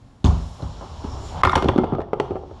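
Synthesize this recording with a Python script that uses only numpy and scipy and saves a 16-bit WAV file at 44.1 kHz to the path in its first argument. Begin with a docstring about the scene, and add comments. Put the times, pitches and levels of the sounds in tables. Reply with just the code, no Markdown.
"""A bowling ball booms onto a short wooden lane, hops twice and rumbles closer.
A thin, high hiss swells and fades alongside.
The ball crashes into the pins, which clack against each other, then knock about on deck and in the pit.
Blows are decaying resonances of boards, pins and panels plus noise bursts; the roll is shaped noise.
A small hard room rings after the blows, and the loudest peaks overload the microphone."""
import sys
import numpy as np
from scipy import signal
from scipy.io import wavfile
from scipy.ndimage import uniform_filter1d

SR = 44100
rng = np.random.default_rng(int(sys.argv[2]) if len(sys.argv) > 2 else 0)


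def waveform_to_disk(signal):
    """Save audio, clipped to [-1, 1], as 16-bit WAV at the path in sys.argv[1]."""
    frames = np.transpose(np.atleast_2d(signal))
    scaled = np.clip(frames, -1, 1) * 32767
    samples = np.round(scaled).astype(np.int16)
    wavfile.write(sys.argv[1], SR, samples)


N = 114660
TIME_S = np.arange(N) / SR
RING_S = np.arange(int(.8 * SR)) / SR  # time axis of one blow
EDGES_HZ = 22 * 2 ** np.arange(0, 9.6, 1 / 3)
CENTRES_HZ = np.sqrt(EDGES_HZ[1:] * EDGES_HZ[:-1])

# Ball impacts on the lane. Each row: start in seconds, then boom, board ring, slap and slap treble in dB.
LANDINGS = [(0.2427, -19.5, -11.5, -19.5, -1.5), (.2545, -11, -14, -17, -5.5),
            (.623, -26.5, -25.5, -28.5, -8), (1.039, -28.5, -45.5, -26, -14), (1.062, -27, -44, -41, -8)]


def from_db(db):
    """Decibels to gain."""
    return 10 ** (np.asarray(db) / 20)


def curve(rows, column=1):
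    """One dB column of a level table as gain over time."""
    rows = np.array(rows)
    return from_db(np.interp(TIME_S, rows[:, 0], rows[:, column]))


def per_band(rows):
    """The columns of a spectrum table at the band centres."""
    hz, *columns = np.transpose(rows)
    return [np.interp(np.log(CENTRES_HZ), np.log(hz), column) for column in columns]


def noise_bands():
    """White noise in third octaves, neighbours uncorrelated."""
    white = rng.standard_normal((2, N + SR))
    filters = [signal.butter(2, EDGES_HZ[k:k + 2], "band", fs=SR, output="sos")
               for k in range(len(CENTRES_HZ))]
    return np.array([signal.sosfilt(sos, white[k % 2])[SR:] for k, sos in enumerate(filters)])


def unit_rms(x):
    """Scale to unit power."""
    return x / np.sqrt(np.mean(x ** 2) + 1e-20)


def coloured(bands, spectrum):
    """Steady unit-power noise with the given spectrum."""
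    return unit_rms(from_db(per_band(spectrum)[0]) @ bands)


def narrow_noise(hz, width_hz):
    """Noise passed twice through one resonance, at unit power."""
    b, a = signal.iirpeak(hz, hz / width_hz, fs=SR)
    return unit_rms(signal.lfilter(b, a, signal.lfilter(b, a, rng.standard_normal(N))))


def soft_start(cycles, rise_cycles):
    """Onset over part of a cycle: a contact is never instant."""
    return 1 - np.exp(-np.minimum((cycles / rise_cycles) ** 2, 20))


def ring(hz, t60_s, hold_s=0):
    """One struck resonance; its decay begins after hold_s."""
    decay = from_db(-60 * np.maximum(RING_S - hold_s, 0) / t60_s)
    return np.sin(2 * np.pi * hz * RING_S) * decay * soft_start(hz * RING_S, rise_cycles=0.35)


def body(modes, scatter_db=3.5):
    """All modes of an object, with new strengths and signs for each blow."""
    return sum(rng.choice([-1, 1]) * from_db(db + scatter_db * rng.normal()) * ring(hz, t60_s)
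               for hz, db, t60_s in modes)


def burst(bands, spectrum, treble_db=0, shelf_hz=2770):
    """Countless close modes: noise, normalised ahead of a treble shelf, that dies band by band."""
    db, t60_s = per_band(spectrum)
    power = np.sum(from_db(db) ** 2 * np.diff(EDGES_HZ)) * 2 / SR
    shelf = from_db(treble_db / (1 + (shelf_hz / CENTRES_HZ) ** 2))
    gain = from_db(db) / np.sqrt(power) * shelf
    t = RING_S[RING_S < t60_s.max()]
    decay = np.exp(-np.minimum(np.log(1000) * t / t60_s[:, None], 20))
    onset = soft_start(CENTRES_HZ[:, None] * t, rise_cycles=0.45)
    offset = rng.integers(N - len(RING_S))
    sound = gain @ (bands[:, offset:offset + len(t)] * decay * onset)
    return np.pad(sound, (0, len(RING_S) - len(t)))


def play(sounds):
    """Mix (start in seconds, sound) pairs onto the time line."""
    out = np.zeros(N + SR)
    for start_s, sound in sounds:
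        first = int(start_s * SR)
        out[first:first + len(sound)] += sound
    return out[:N]


def pin_clacks(bands, t60_s=0.0073, hold_s=0.0032, overtone_ratio=1.708, overtone_db=-14.5):
    """Hard hits on pins: a very short pitched clack, the pin's after-ring and a crack."""
    # Each row: start in seconds, clack in dB, pitch in Hz, then after-ring, crack and crack treble in dB.
    hits = [(1.4116, -24.5, 960, -47.5, -36.5, -10), (1.4343, -2.5, 1159, -27, -14.5, 9.5),
            (1.4381, -15, 1110, -32, -16.5, -17), (1.45, -10, 1250, -33, -13, 6.5),
            (1.4558, -12.5, 1296, -38, -24, 8.5), (1.4732, -7.5, 1043, -30.5, -17, -7),
            (1.495, -13.5, 1260, -42, -25, 8.5), (1.516, -25, 1420, -39.5, -31, 13),
            (1.5316, -10, 1050, -32, -17, -5), (1.5546, -17.5, 943, -39.5, -16.5, 14.5),
            (1.5567, -7.5, 876, -45, -15.5, 3.5), (1.568, -15.5, 845, -34.5, -26.5, 10),
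            (1.577, -28.5, 925, -30.5, -17, 4.5), (1.6232, -23.5, 925, -48, -21.5, 8),
            (1.686, -12, 1007, -43, -12, -6), (1.691, -17, 1040, -50.5, -20, -11),
            (1.779, -30.5, 1120, -42, -19, -4.5), (1.8355, -13.5, 747, -46, -37.5, -25)]
    # Pin modes and crack spectrum. Each row: frequency in Hz, relative level in dB, T60 in seconds.
    pin_modes = [(783, 0, .17), (1005, -5, .08), (1056, -6, .2), (1078, -4, .1), (1139, -1, .1),
                 (1211, 1, .13), (1261, -4, .3), (1308, -4, .08), (1395, -4, .22), (1516, -9, .13),
                 (1615, -13, .1), (1800, -14, .15), (1822, -14, .2), (2019, -10, .08), (2116, -10, .28),
                 (2165, -10, .14), (2562, -15, .11), (2864, -19, .25), (4780, -21, .08)]
    crack_spectrum = [(80, -1.5, 0.26), (285, 4, 0.045), (910, 9, 0.038), (1440, -1.5, 0.054),
                      (2280, -9.5, 0.04), (3240, -9, 0.058), (4440, -24.5, 0.029), (5740, -22.5, 0.024),
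                      (9900, -34.5, .035), (15100, -53, 0.023)]
    sounds = []
    for start_s, db, hz, ring_db, crack_db, treble_db in hits:
        overtone = from_db(overtone_db) * ring(overtone_ratio * hz, t60_s, hold_s)
        clack = from_db(db) * (ring(hz, t60_s, hold_s) + overtone)
        after_ring = from_db(ring_db) * body(pin_modes)
        crack = from_db(crack_db) * burst(bands, crack_spectrum, treble_db)
        sounds.append((start_s, clack + after_ring + crack))
    return play(sounds)


def pit_knocks(bands, swing_db=-6, detune=0.021):
    """Pins and ball hit deck, side boards and pit: a hard first swing, a knock, panel ring, clatter."""
    # Each row: start in seconds, knock in dB, pitch in Hz, then panel, clatter and clatter treble in dB.
    hits = [(1.4355, -16.5, 263, -7, -19, -7), (1.466, -17.5, 299, -19, -47, -9),
            (1.566, -7, 249, -8.5, -16.5, 1), (1.625, -10, 300, -15.5, -32, 1),
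            (1.644, -11.5, 360, -13, -22, 16.5), (1.657, -2, 245, -16.5, -24, -8),
            (1.679, -11, 328, -9, -29, -2), (1.6885, -8.5, 300, -11, -12, -3.5),
            (1.735, -22, 760, -22.5, -37, -19.5), (1.7603, -1, 286, -9.5, -41.5, 5.5),
            (1.7848, 5, 263, -4, -19.5, 6), (1.802, -20.5, 421, -15, -36.5, -6),
            (1.8405, -7.5, 305, -14.5, -15.5, -10), (1.9235, -5, 248, -10.5, -26.5, -27.5),
            (1.934, -15, 377, -15, -24.5, -6), (1.950, -15.5, 420, -14, -25.5, 2),
            (1.984, -17, 650, -21, -26, -12), (1.992, -12.5, 383, -14.5, -37.5, -17.5),
            (2.004, -19.5, 448, -20, -24, -4.5), (2.016, -20, 507, -26, -24.5, -2.5),
            (2.084, -33, 590, -31.5, -40, -6.5), (2.1319, -4.5, 428, -9, -21.5, 9.5),
            (2.1329, -11, 813, -20.5, -24, -2), (2.1993, -1.5, 405, -8.5, -17.5, 17.5),
            (2.2012, -10, 825, -21, -27.5, 3), (2.3073, -15.5, 370, -12, -30, 3),
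            (2.318, -16, 430, -22.5, -37.5, -2), (2.3553, -14.5, 400, -12, -27.5, -9),
            (2.364, -22, 756, -17, -32, -11), (2.4341, -24.5, 430, -28, -38, -17),
            (2.511, -23.5, 380, -28.5, -35, -23)]
    # Panel modes and clatter spectrum. Each row: frequency in Hz, relative level in dB, T60 in seconds.
    panel_modes = [(127.2, -20.5, 0.13), (242, -38, 0.074), (371, -13, 0.16), (406.4, -22, 0.25),
                   (456.8, -19, 0.16), (585, -25.5, 0.037), (775.3, -25, 0.26), (833, -16.5, 0.059),
                   (1215, -23, 0.057), (1322, -27, 0.11)]
    clatter_spectrum = [(100, -19.5, 0.12), (400, 4.5, 0.083), (770, 6.5, 0.059), (1220, -5.5, 0.0063),
                        (1850, -13, 0.036), (3270, -19.5, 0.027), (5940, -37, 0.023), (14000, -66, .02)]
    sounds = []
    for start_s, db, hz, panel_db, clatter_db, treble_db in hits:
        swing = from_db(swing_db) * ring(hz, t60_s=0.007)
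        knock = from_db(db) * (swing + ring(hz, t60_s=0.024))
        # Each knock meets another panel, tuned slightly differently.
        modes = [(mode_hz * np.exp(detune * rng.normal()), *rest) for mode_hz, *rest in panel_modes]
        panel = from_db(panel_db) * body(modes)
        clatter = from_db(clatter_db) * burst(bands, clatter_spectrum, treble_db)
        sounds.append((start_s, knock + panel + clatter))
    return play(sounds)


def ball_landings(bands):
    """The ball slaps the lane and the boards ring."""
    # Board modes and slap spectrum. Each row: frequency in Hz, relative level in dB, T60 in seconds.
    board_modes = [(52.3, -5, 0.55), (61.8, -2.5, 0.31), (101, -2, 0.2), (117, -12.5, 0.32),
                   (146, -3.5, 0.2), (163.8, -11.5, 0.44), (193.6, -11.5, 0.31), (240, -18, 0.47),
                   (268, -9, 0.16), (385, -19.5, 0.27)]
    slap_spectrum = [(61.5, 8.5, 0.3), (206, 8.5, 0.11), (500, -7, 0.36), (1084, -2, 0.3), (1760, -41.5, 1),
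                     (3380, -16, 0.067), (7060, -24.5, 0.25), (14000, -59, .08)]
    sounds = []
    for start_s, _, boards_db, slap_db, treble_db in LANDINGS:
        boards = from_db(boards_db) * body(board_modes)
        slap = from_db(slap_db) * burst(bands, slap_spectrum, treble_db)
        sounds.append((start_s, boards + slap))
    return play(sounds)


def lane_boom():
    """Each landing sways the whole lane on one deep note, carried by the floor rather than the air."""
    return play((start_s, from_db(db) * ring(hz=74.8, t60_s=0.54)) for start_s, db, *_ in LANDINGS)


def floor_thuds():
    """The floor gives a low note under heavy blows."""
    # Each row: start in seconds, level in dB, pitch in Hz.
    thuds = [(0.2436, -10.5, 125), (0.6221, -28.5, 164), (0.2546, -13.5, 236.4), (0.2547, -22, 385.6),
             (1.040, -22.5, 266), (1.044, -28.5, 410), (1.438, -14, 116.5), (1.463, -12, 76),
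             (1.553, -14.5, 80.2), (1.647, -13.5, 127), (1.685, -13.5, 114.7), (1.786, -11, 246),
             (1.925, -11.5, 143), (2.2, -25, 147.3), (2.308, -22.5, 89.5)]
    return play((start_s, from_db(db) * ring(hz, t60_s=0.11)) for start_s, db, hz in thuds)


def glancing_ticks():
    """Hard glancing contacts each ring one high resonance briefly."""
    # Each row: start in seconds, level in dB, pitch in Hz.
    ticks = [(0.2437, -18, 3590), (0.2482, -23.5, 6460), (0.249, -25, 2580), (.251, -15.5, 1060),
             (.260, -27, 3280), (.2665, -24, 3470), (.6225, -37, 4050), (1.4359, -8.5, 2120),
             (1.4523, -29, 3960), (1.4535, -10.5, 2210), (1.4556, -21, 3230), (1.4707, -25.5, 5100),
             (1.496, -18.5, 3540), (1.522, -29, 5540), (1.559, -18.5, 5650), (1.6855, -16.5, 3400),
             (1.6866, -16, 2800), (1.7608, -30, 3470), (1.7798, -34.5, 3300), (2.1327, -25.5, 1450),
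             (2.1997, -15, 1400), (2.2005, -19.5, 1940)]
    return play((start_s, from_db(db) * ring(hz, t60_s=0.012)) for start_s, db, hz in ticks)


def pin_jostle(rate_hz=100, fade_db_per_s=25.5, sink_octaves_per_s=1.8):
    """Runs of small random contacts, weaker and duller as the pins tumble and settle."""
    # Each row: start and end in seconds, initial level in dB, initial pitch in Hz.
    runs = [(1.441, 2.04, -25, 1434), (2.213, 2.498, -30, 606)]
    scatter_db, spread_octaves, tilt_db_per_octave = 2, .7, -3.5
    sounds = []
    for start_s, end_s, start_db, start_hz in runs:
        count = int(rate_hz * round(end_s - start_s, 1))
        ages_s = rng.random(count) * (end_s - start_s)
        draws = np.clip(rng.standard_normal((count, 2)), -2, 2)
        for age_s, (offset_db, octaves) in zip(ages_s, draws * [scatter_db, spread_octaves]):
            hz = start_hz * 2 ** (octaves - sink_octaves_per_s * age_s)
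            db = start_db + offset_db - fade_db_per_s * age_s + tilt_db_per_octave * octaves
            sounds.append((start_s + age_s, from_db(db) * ring(hz, t60_s=0.029)))
    return play(sounds)


def roll_and_hiss(sing_hz=(5460, 7080), sing_width_hz=670):
    """The ball rumbles on the boards and a roar lingers under the pins.
    A high hiss and two whistling bands swell alongside and fade out at the crash."""
    # Each row: time in seconds, rumble in dB.
    rumble_levels = [(.24, -77), (.3, -45), (.55, -50.5), (1.03, -40.5), (1.1, -36), (1.19, -30.5),
                     (1.4, -39), (1.52, -28), (1.7, -26.5), (2.0, -39.5), (2.1, -47.5), (2.32, -38),
                     (2.6, -45.5)]
    # Each row: time in seconds, then mid-range roar, hiss and top-treble sheen in dB.
    noise_levels = [(.24, -96, -67, -79), (.27, -34.5, -45.5, -69), (.5, -47.5, -54, -64.5),
                    (.75, -44.5, -51.5, -73), (1.0, -42.5, -50.5, -71.5), (1.18, -36.5, -50.5, -68),
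                    (1.28, -40.5, -46, -61.5), (1.39, -28, -47.5, -69), (1.5, -33.5, -48, -64),
                    (1.64, -39, -56, -71), (1.9, -34, -86.5, -102), (2.1, -50.5, -87.5, -89),
                    (2.25, -37.5, -69, -89), (2.45, -53.5, -64.5, -86), (2.6, -45.5, -58.5, -87)]
    # Each row: time in seconds, then lower and upper whistling band in dB.
    sing_levels = [(.24, -82, -81), (.3, -59, -62), (.55, -62, -64.5), (.95, -61.5, -67), (1.06, -59, -66),
                   (1.12, -51.5, -62), (1.19, -56, -59), (1.255, -56, -52), (1.32, -57, -58),
                   (1.41, -59, -66), (1.7, -87, -96.5), (2.6, -74.5, -92.5)]
    # Spectra of rumble, roar, high hiss and sheen. Each row: frequency in Hz, relative level in dB.
    rumble_spectrum = [(25, 3), (48, 2), (74, 15), (95, 7), (120, -7.5), (170, -8.5), (260, -12), (400, -7),
                       (900, -75)]
    roar_spectrum = [(150, 12.5), (280, -13.5), (420, -4.5), (550, 2.5), (900, 8.5), (1250, -3.5),
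                     (1700, -68), (3000, -10.5), (6000, -73.5)]
    hiss_spectrum = [(1000, 8.5), (2200, -0.5), (3500, 7.5), (4600, 4), (5600, 0), (7200, -1.5),
                     (8500, -21.5), (11000, -47), (15000, -42.5)]
    sheen_spectrum = [(5000, -18), (7000, 1.5), (8500, -3), (10500, -4.5), (13000, -21.5), (16000, -35)]
    bands_a, bands_b = noise_bands(), noise_bands()
    rumble = curve(rumble_levels) * coloured(bands_a, rumble_spectrum)
    roar = curve(noise_levels) * coloured(bands_b, roar_spectrum)
    hiss = curve(noise_levels, column=2) * coloured(bands_a, hiss_spectrum)
    sheen = curve(noise_levels, column=3) * coloured(bands_b, sheen_spectrum)
    sing = sum(curve(sing_levels, column) * narrow_noise(hz, sing_width_hz)
               for column, hz in enumerate(sing_hz, start=1))
    return rumble + roar + hiss + sheen + sing


def loose_rattles(bands):
    """Something loose rattles faintly as the ball rolls."""
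    # Each row: start in seconds, level in dB.
    rattles = [(.595, -37), (0.8094, -30.5), (.828, -47.5), (1.018, -40)]
    # Rattle spectrum. Each row: frequency in Hz, relative level in dB, T60 in seconds.
    spectrum = [(202, 0.5, 0.27), (810, 2, 0.17), (1135, -5, 0.64), (1740, -50, 0.14), (7910, -51, 0.072)]
    return play((start_s, from_db(db) * burst(bands, spectrum)) for start_s, db in rattles)


def room(x, level_db=-13.5, build_s=0.0036):
    """A diffuse tail that builds quickly and dies soonest in the top treble."""
    # Tail spectrum. Each row: frequency in Hz, relative level in dB, T60 in seconds.
    spectrum = [(80, 4, 0.53), (394, -4, 0.56), (1010, -2.5, 0.61), (1940, -8.5, 0.59), (4660, -0.5, 0.72),
                (12000, -4.5, 0.38)]
    tail = burst(noise_bands(), spectrum) * (1 - np.exp(-RING_S / build_s))
    return from_db(level_db) * signal.fftconvolve(x, tail / np.sqrt(np.sum(tail ** 2)))[:N]


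def still_air(bands, level_db=-47.5):
    """Faint steady background noise, mostly bass."""
    # Each row: frequency in Hz, relative level in dB.
    spectrum = [(15, -37), (25, -0.5), (121, 5), (198, -7.5), (244, 2), (332, -17.5), (801, -14.5),
                (4900, -45.5), (9360, -68.5), (12100, -60), (15800, -70), (22000, -120)]
    return from_db(level_db) * coloured(bands, spectrum)


def dip(start_s=1.4195, end_s=1.4335, depth_db=-17.5):
    """Gain that drops briefly just before the crash."""
    inside = ((TIME_S > start_s) & (TIME_S < end_s)).astype(float)
    return from_db(depth_db * uniform_filter1d(inside, size=64))


def scene():
    """Ball, pins and pit in the room, over still air; mono."""
    bands = noise_bands()
    hits = ball_landings(bands) + loose_rattles(bands)
    hits += pin_clacks(bands) + pit_knocks(bands) + pin_jostle() + floor_thuds()
    ticks = glancing_ticks()
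    reverb = room(hits + from_db(-1) * ticks)  # ticks excite the room less
    mix = hits + ticks + reverb + lane_boom() + roll_and_hiss()
    return (dip() * mix + still_air(bands))[None]


def record(dry):
    """The overloaded microphone rounds the peaks; the deepest bass and the top are cut."""
    ceiling, low_cut_hz, high_cut_hz = 0.97, 11, 14600
    rounded = ceiling * np.tanh(dry / ceiling)
    highpass = signal.butter(2, low_cut_hz, "high", fs=SR, output="sos")
    lowpass = signal.cheby2(8, 60, high_cut_hz, fs=SR, output="sos")
    return signal.sosfilt(lowpass, signal.sosfilt(highpass, rounded))


dry = scene()
out = record(dry)
waveform_to_disk(out)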